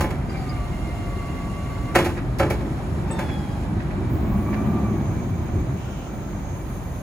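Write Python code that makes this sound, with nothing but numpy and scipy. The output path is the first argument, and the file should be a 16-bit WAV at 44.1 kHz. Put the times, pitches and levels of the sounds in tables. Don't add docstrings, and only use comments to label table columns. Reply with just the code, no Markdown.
import sys
import numpy as np
from scipy import signal
from scipy.fft import rfft, irfft, next_fast_len
from scipy.io import wavfile

SR = 44100
rng = np.random.default_rng(int(sys.argv[2]) if len(sys.argv) > 2 else 0)


def transcribe(u):
    v = np.clip(np.atleast_2d(u).T, -1, 1)
    q = np.round(v * 32767).astype(np.int16)
    wavfile.write(sys.argv[1], SR, q)


N = 309567
CUTOFF_HZ = 15850
TEETH_PER_FIRING = 16.4
UNLOAD_S = 5.77

# f/Hz, relative level/dB
EXHAUST_COLOUR = [(50, -20), (75, 2.5), (115, 3.5), (180, 1.5), (225, -2.5), (290, -4), (360, -4.5),
                  (500, -28)]
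# start/s, end/s, whine/dB, oil hiss/dB, sag/(dB per s)
PUMP_STROKES = [(.29, 2.2, -46, -52.5, -3.5), (2.45, 3.05, -64, -55, -8), (3.09, 3.68, -39.5, -53.5, -24)]


def from_db(db):
    return 10 ** (np.asarray(db) / 20)


def rms_one(x):
    return x / np.sqrt(np.mean(x ** 2) + 1e-20)


def seconds():
    return np.arange(N) / SR


def in_time(points):
    return np.interp(seconds(), *np.transpose(points))


def at_hz(points, hz):
    f, value = np.transpose(points)
    return np.interp(np.log(hz), np.log(f), value)


def drift(rate_hz):
    pole = np.exp(-80 * np.pi * rate_hz / SR)
    white = rng.standard_normal(N // 40 + 2002)
    slow = signal.lfilter([1], [1, -2 * pole, pole * pole], white)[2000:]
    return np.interp(np.arange(N) / 40, np.arange(len(slow)), rms_one(slow))


def dull(x, hz):
    return signal.sosfilt(signal.butter(1, min(hz, SR / 2 - 1000), fs=SR, output="sos"), x)


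def switch_on(s, takes_s):
    return .5 + .5 * np.tanh(2 * (seconds() - s) / takes_s)


def stroke(start, end, sag_db_per_s=0, ramp_s=0.045):
    sag = from_db(sag_db_per_s * np.clip(seconds() - start, 0, end - start))
    return switch_on(start, ramp_s) * sag * (1 - switch_on(end, ramp_s))


def swell(s, half_length):
    return np.exp(-((seconds() - s) / half_length) ** 2)


def burst(s, rise_s, fade_s):
    age = np.maximum(seconds() - s, 0)
    return np.minimum(age / rise_s, 1) * from_db(-60 * np.maximum(age - rise_s, 0) / fade_s)


def tone(cycles, flutter_db, wander):
    return np.sqrt(2) * from_db(flutter_db * drift(25)) * np.sin(2 * np.pi * cycles + wander * drift(17))


def noise(colour, shape=lambda hz: 1, size=N, spread=1):
    # f/Hz, likeness (1 = the same)
    likeness = [(50, 0.77), (200, 0.95), (400, 0.87), (700, 0.38), (1400, 0.23), (3000, 0.3), (5000, 0.073),
                (7000, 0.97), (8500, 1), (11000, 0.66), (13500, .9), (15500, 0.65)]
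    low, high = colour[0][0], min(colour[-1][0], CUTOFF_HZ)
    edges = 20 * 2 ** (np.arange(30) / 3)
    white, out = rng.standard_normal((2, 2, size)), 0
    for k, band in enumerate(zip(edges, edges[1:])):
        hz = np.sqrt(band[0] * band[1])
        if low < hz < high:
            mid, side = signal.sosfilt(signal.butter(2, band, "band", fs=SR, output="sos"), white[k % 2])
            apart = np.clip((1 - at_hz(likeness, hz)) * spread, 0, 2)
            pair = np.sqrt(2 - apart) * mid + np.sqrt(apart) * side * [[1], [-1]]
            out = out + from_db(at_hz(colour, hz)) * shape(hz) * pair
    return rms_one(out)


def resonant_noise(hz, width):
    b, a = signal.iirpeak(hz, hz / width, fs=SR)
    white = rng.standard_normal((2, N))
    return rms_one(signal.lfilter(b, a, signal.lfilter(b, a, white)))


def throttle(revs, lag_s=0.84):
    pole = np.exp(-1 / (lag_s * SR))
    return np.tanh(4 * signal.lfilter([1 - pole], [1, -pole], np.gradient(revs) * SR))


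def engine(firings, firing_hz, revs, waver_db=4.0, muffler_hz=400):
    # multiple of the firing rate, relative level/dB
    exhaust_tones = [(1, 5), (1.5, 2), (2, -0.5), (2.5, 0), (3, 3.5), (4, 0), (5, -5), (6, -0.5)]
    # f/Hz, relative level/dB
    block_colour = [(250, 2), (460, 0.5), (600, 4), (740, 2.5), (1000, -0.5), (1400, -6), (1800, -9),
                    (2300, -14), (2800, -19.5), (3500, -19.5), (6000, -46)]
    chassis_colour = [(20, -47), (31, -52), (43, 12), (60, 14), (80, 10.5), (120, -3)]
    # t/s, level/dB
    rumble = [(0, -30.5), (1.2, -33), (2.7, -31), (3.3, -34), (4.3, -31.5), (5.2, -37), (7.02, -34)]
    unloaded, push = switch_on(UNLOAD_S, takes_s=0.036), throttle(revs)
    exhaust_db = -29 + 7 * revs + 0.5 * push - 3.5 * unloaded
    block_db = -37.5 + 1.5 * revs + push - 1.5 * unloaded
    beat = np.cos(2 * np.pi * firings + 0.31 * drift(6.5))
    note = sum(from_db(db + at_hz(EXHAUST_COLOUR, k * firing_hz) + waver_db * drift(4.9))
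               * np.sin(2 * np.pi * k * firings + 0.89 * drift(3.7)) for k, db in exhaust_tones)
    gas = noise(EXHAUST_COLOUR, lambda hz: from_db(-0.5 * beat + 2.1 * drift(16.8)))
    puffs = from_db(exhaust_db) * (from_db(-2.5) * rms_one(note) + gas)
    exhaust = signal.sosfilt(signal.butter(10, muffler_hz, fs=SR, output="sos"), puffs)
    clatter = from_db(0.04 * beat + .5 * drift(21))
    block = from_db(block_db) * noise(block_colour, lambda hz: clatter * from_db(drift(27)))
    shake = np.sqrt(2) * np.sin(2 * np.pi * firings + 1.1 * drift(3.7))
    chassis = from_db(in_time(rumble)) * (noise(chassis_colour) + .5 * shake)
    return exhaust + block + chassis


def intake(firings, revs, gulp_db=3.0, boom_db=-3.0):
    # f/Hz, width/Hz, relative level/dB
    resonances = [(214, 44, -3), (330.4, 55, -9), (690, 320, -14.5)]
    duct = sum(from_db(db) * resonant_noise(hz, width)[0] for hz, width, db in resonances)
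    boom = from_db(boom_db) * tone(3 * firings, flutter_db=2.5, wander=.5)
    gulps = from_db(gulp_db * np.cos(2 * np.pi * firings))
    return from_db(-52 + 47 * revs) * (gulps * duct + boom)


def pump_shell(revs):
    return from_db(-61 + 9 * revs + 2 * drift(10)) * resonant_noise(hz=2315, width=110)[0]


def hiss(air_db=-54.5, rush_db=-52, rush_s=0.32):
    # f/Hz, relative level/dB
    hiss_colour = [(2000, 6), (3400, 4.5), (5000, 1), (7000, 2.5), (8500, 2.5), (10500, -0.5),
                   (13000, -4.5), (16000, -14)]
    rush_colour = [(2300, -14), (3000, 3), (3600, -9), (4500, -21), (6000, -7), (8000, -16)]
    oil = sum(from_db(db) * stroke(start, end) for start, end, _, db, _ in PUMP_STROKES)
    air_and_oil = np.hypot(from_db(air_db), oil) * noise(hiss_colour, lambda hz: from_db(drift(34)))
    rush = from_db(rush_db) * stroke(UNLOAD_S, UNLOAD_S + rush_s) * noise(rush_colour)
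    return air_and_oil + rush


def chain(rise_s=0.0039, fade_s=0.18):
    # t/s, level/dB
    clinks = [(.004, -31.5), (1.949, -32), (2.044, -34.5), (2.384, -34.5), (2.499, -34.5)]
    # f/Hz, relative level/dB
    colour = [(2000, 7), (2800, -6), (3600, -2), (5200, 1), (7500, -6), (11000, -1), (16000, -9)]
    ages = [(np.maximum(seconds() - s, 0), db) for s, db in clinks]
    level = sum(from_db(db - 60 * age / fade_s) * np.minimum(age / rise_s, 1) for age, db in ages)
    return level * noise(colour, spread=0.66)


def mast_ring(t, ring_db, favoured_hz, crack_s=0.0048):
    # f/Hz, relative level/dB, fade/s
    modes = [(253, 1, 0.35), (317.6, 0, 0.5), (349.5, 2.5, 0.44), (425, 3.5, 0.3), (547, 8.5, 0.15),
             (596, 5, 0.13), (752, 6, 0.18), (856.5, 6.5, 0.14), (1027, -0.5, 0.21), (1212, 1, 0.13),
             (1291, -1, .12), (1416, -6, .15), (1583, -2.5, 0.18), (1790, -3.5, .18), (2195, -2.5, .15),
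             (2280, -0.5, 0.18), (2720, -5, 0.18), (3430, -11, 0.33), (4070, -16, 0.27), (4670, -16, .19)]
    # f/Hz, relative level/dB
    colour = [(100, 6), (220, 6), (500, 6.5), (800, 0), (1200, -0.5), (1750, 0), (2400, -6), (2850, -7.5),
              (3400, -13.5), (4500, -16.5), (7000, -16.5), (11000, -14), (16000, -21)]
    # f/Hz, fade/s
    fades = [(200, 0.41), (600, 0.34), (2000, 0.28), (5000, 0.31), (14000, 0.3)]

    def favour(hz, boost_db=5, octaves=0.16):
        return boost_db * np.exp(-(np.log2(hz / favoured_hz) / octaves) ** 2)

    crack = 1.9 * np.exp(-t / crack_s)
    clang = noise(colour, lambda hz: from_db(favour(hz) / 2)
                  * (from_db(-60 * t / at_hz(fades, hz)) + crack), size=len(t), spread=0.26)
    ring = sum((-1) ** k * from_db(db + favour(hz) - 60 * t / fade_s) * np.sin(2 * np.pi * hz * t)
               for k, (hz, db, fade_s) in enumerate(modes))
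    return clang / np.sqrt(len(t)), from_db(ring_db) * rms_one(ring) / np.sqrt(len(t))


def knocks(chatter_db=3.5, strength_db=22.5, bounce_s=0.034, graze_s=.006, graze_db=-14):
    # t/s, relative level/dB, brightness/Hz, contact/s, ring/dB,
    # favoured pitch/Hz
    hits = [(.006, -18, 14000, 0.0021, 1.5, 1120), (.041, -21.5, 3000, .003, 0, 850),
            (.105, -25, 9130, 0.0027, -5, 1890), (1.950, -10, 6000, .004, -1, 2270),
            (1.9555, -8.5, 9000, .003, 1, 1030), (1.961, -15, 2500, 0.0028, -2, 600),
            (1.987, -16, 9000, 0.0027, 2, 425), (2.047, -24, 12000, 0.0056, -1, 2250),
            (2.060, -23.5, 9000, .004, -1, 750), (2.3956, -14.5, 5005, 0.0027, 0, 1590),
            (2.401, -15, 3000, .003, 2, 548), (2.414, -20, 1500, .003, 3, 548),
            (2.429, -20.5, 4000, 0.0034, 0, 1590), (2.459, -24, 700, .004, 6, 350),
            (2.504, -20, 7000, 0.0026, -0.5, 2200), (3.101, -23, 700, .0038, 3, 548),
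            (3.187, -19, 9000, 0.0087, 0, 1950)]
    # delay/s, relative level/dB, brightness/Hz
    walls = [(0.035, -16, 7960), (.103, -15, 6000), (0.215, -24.5, 4000)]
    out, t = np.zeros((2, N)), np.arange(SR // 2) / SR
    for s, db, bright_hz, contact_s, ring_db, favoured_hz in hits:
        contact = 1 - np.exp(-(2 * t / contact_s) ** 2)
        chatter = from_db(chatter_db * drift(90)[:len(t)] * (0.5 - np.exp(-t / bounce_s)))
        clang, ring = mast_ring(t, ring_db, favoured_hz)
        blow = dull((clang * chatter + ring) * contact, bright_hz)
        at = round(s * SR)
        out[:, at:at + len(t)] += from_db(db + strength_db) * blow[:, :N - at]
    graze = from_db(graze_db) * np.pad(out, [(0, 0), (0, round(graze_s * SR))])[:, -N:]
    echoes = sum(from_db(db) * dull(np.pad(out, [(0, 0), (round(s * SR), 0)])[:, :N], hz)
                 for s, db, hz in walls)
    return graze + out + echoes


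def jolts():
    # t/s, level/dB, half length/s, f/Hz
    bumps = [(0.008, -19.5, 0.028, 66), (2.462, -26, 0.14, 74), (4.335, -24, 0.045, 74),
             (5.28, -26.5, 0.035, 170), (5.562, -18.5, 0.058, 78), (5.723, -22.5, 0.023, 130)]
    waver, thud = 1.6 * drift(15.6), 0.39 * noise(EXHAUST_COLOUR)
    out = 0
    for s, db, half_length, hz in bumps:
        boom = np.sqrt(2) * np.sin(2 * np.pi * hz * seconds() + waver)
        out = out + from_db(db) * swell(s, half_length) * (boom + thud)
    return out


def roller_squeaks():
    # t/s, f/Hz, width/Hz, level/dB, rise/s, fade/s
    squeaks = [(.283, 4800, 120, -48, .018, .17), (.355, 4680, 450, -52, .02, .5),
               (.489, 4840, 110, -39, 0.007, .1), (3.109, 8050, 447, -34, .004, 0.12)]
    return sum(from_db(db) * burst(s, rise_s, fade_s) * resonant_noise(hz, width)
               for s, hz, width, db, rise_s, fade_s in squeaks)


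def pump_whine(teeth, tooth_hz, revs, flutter_db=2.0):
    harmonics = [1, -10, -15, -19, -22.5, -23]
    # f/Hz, width/Hz, boost/dB
    housing = [(2095, 29, 13.5), (2210, 70, 9.5), (2322, 34, 12), (2782, 85, 10)]
    working = sum(from_db(db) * stroke(start, end, sag) for start, end, db, _, sag in PUMP_STROKES)
    free = from_db(-78.5 + 62.5 * revs) * (1 + 0.41 * drift(120))
    jerk = 0.11 * (np.sin(2 * np.pi * teeth / TEETH_PER_FIRING) + 2.2 * drift(23))
    out = 0
    for k, db in enumerate(harmonics, 1):
        housing_db = sum(boost * np.exp(-((k * tooth_hz - hz) / width) ** 2)
                         for hz, width, boost in housing)
        drive = working + (k <= 2) * free * from_db(-7.5 * np.log2(k))
        phase = k * (2 * np.pi * teeth + jerk + 0.39 * drift(24))
        reflected = 0.24 * k * np.array([drift(37), drift(11)]) * np.cos(phase)
        flutter = from_db(flutter_db * drift(22) + 0.59 * k * drift(57))
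        out = out + from_db(db + housing_db) * drive * flutter * (np.sqrt(2) * np.sin(phase) + reflected)
    return out


def oil_churn(flutter_db=2.0):
    # f/Hz, width/Hz, level/dB
    bands = [(1868, 80, -57), (2100, 81, -54), (2310, 76, -59.5), (2740, 96, -56.5), (4220, 200, -64.5)]
    start, end, _, _, sag = PUMP_STROKES[0]
    churn = sum(from_db(db + flutter_db * drift(18)) * resonant_noise(hz, width)[0]
                for hz, width, db in bands)
    return stroke(start, end, sag) * churn


def gear_whine(teeth, ratio=18 / 11):
    # start/s, end/s, level/dB
    loads = [(0.414, 0.694, -45), (0.752, 1.05, -50.5), (1.053, 2.0, -43.5), (5.85, 6.303, -54.5)]
    level = sum(from_db(db) * stroke(start, end) for start, end, db in loads)
    return level * tone(ratio * teeth, flutter_db=2.0, wander=0.42)


def fork_rattles(rise_s=.011, chatter_db=3.0):
    # t/s, level/dB, fade/s
    shakes = [(2.168, -35, .12), (3.279, -40, .3), (3.792, -41, 0.26), (3.9, -39.5, .12),
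              (4.525, -35.5, .16)]
    # f/Hz, relative level/dB
    colour = [(900, -3), (1400, -1), (1900, 3.5), (2300, -2), (2900, -18), (4500, -19), (7000, -28)]
    level = sum(from_db(db) * burst(s, rise_s, fade_s) for s, db, fade_s in shakes)
    return level * from_db(chatter_db * drift(74)) * noise(colour)


def pump_squeal(teeth, harmonic=4):
    # peak/s, half length/s, level/dB
    swells = [(3.15, .055, -56), (3.315, .05, -48), (3.35, .2, -56)]
    level = sum(from_db(db) * swell(s, half_length) for s, half_length, db in swells)
    rasp = 1 + .25 * drift(110)
    return level * rasp * tone(harmonic * teeth + .04 * drift(70), flutter_db=1.0, wander=.4)


def lowering_valve(sputter_db=1.8, opens_s=.06):
    # start/s, f/Hz, width/Hz, level/dB, change/(dB per s)
    bands = [(4.1, 14970, 1489, -52, -20), (4.1, 15000, 300, -60.5, -.5), (4.35, 6470, 524, -60.5, 2),
             (4.35, 10730, 3475, -58, -14), (6.52, 10970, 3492, -58.5, 0)]
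    out = 0
    for s, hz, width, db, db_per_s in bands:
        level = from_db(db + db_per_s * np.maximum(seconds() - s, 0) + sputter_db * drift(10))
        out = out + level * switch_on(s, opens_s) * resonant_noise(hz, width)
    return out


def microphone_ports(left, right):
    # f/Hz, phase/radians
    lead = [(0, 0), (600, 0), (1900, 0.08), (2700, 1.46), (3700, 3.5), (4650, 7), (5300, 8), (6250, 7),
            (7450, 5.5), (7840, 3.5), (9400, 4.5), (10350, -2), (11600, -0.5), (12500, -3), (14200, -3),
            (14850, -6.2)]
    # f/Hz, level/dB
    balance = [(100, 0.6), (380, -0.5), (700, 0.9), (1300, -0.3), (2400, 1.5), (4400, 3), (8000, 0),
               (15000, -.2)]
    size = next_fast_len(N + SR // 10)
    hz = np.arange(size // 2 + 1) * SR / size
    phase = np.interp(hz, *np.transpose(lead))
    tilt = from_db(at_hz(balance, hz + 1) / 2)
    return irfft([rfft(left, size) / tilt, rfft(right, size) * tilt * np.exp(-1j * phase)], size)[:, :N]


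def scene(mast_pan_db=0.43):
    # t/s, f/Hz
    speed = [(0, 809.5), (.33, 785.4), (.6, 708), (1.3, 693.2), (1.88, 697), (2.0, 716.6), (2.75, 877),
             (3.16, 904), (3.26, 854), (3.42, 823), (3.6, 811.6), (4.1, 1046), (4.35, 1125), (4.55, 1161),
             (4.72, 1192), (4.87, 1162), (5.2, 1008), (5.5, 894.6), (6.2, 818.6), (7.02, 709)]
    tooth_hz = in_time(speed)
    revs = np.log2(tooth_hz / 800)
    teeth = np.cumsum(tooth_hz) / SR
    firings = teeth / TEETH_PER_FIRING
    motor = engine(firings, tooth_hz / TEETH_PER_FIRING, revs) + intake(firings, revs) + jolts()
    pump = pump_whine(teeth, tooth_hz, revs) + gear_whine(teeth) + oil_churn() + pump_shell(revs)
    flow = hiss() + lowering_valve()
    mast = (knocks() + fork_rattles() + chain()) * from_db([[-mast_pan_db], [mast_pan_db]])
    return microphone_ports(*(motor + pump + flow + mast)) + pump_squeal(teeth) + roller_squeaks()


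def record(dry):
    thin = signal.sosfilt(signal.butter(2, 24, "high", fs=SR, output="sos"), dry)
    rounded = 1.5 * np.tanh(thin / 1.5)
    return signal.sosfilt(signal.ellip(10, .1, 80, CUTOFF_HZ, fs=SR, output="sos"), rounded)


dry = scene()
out = record(dry)
transcribe(out)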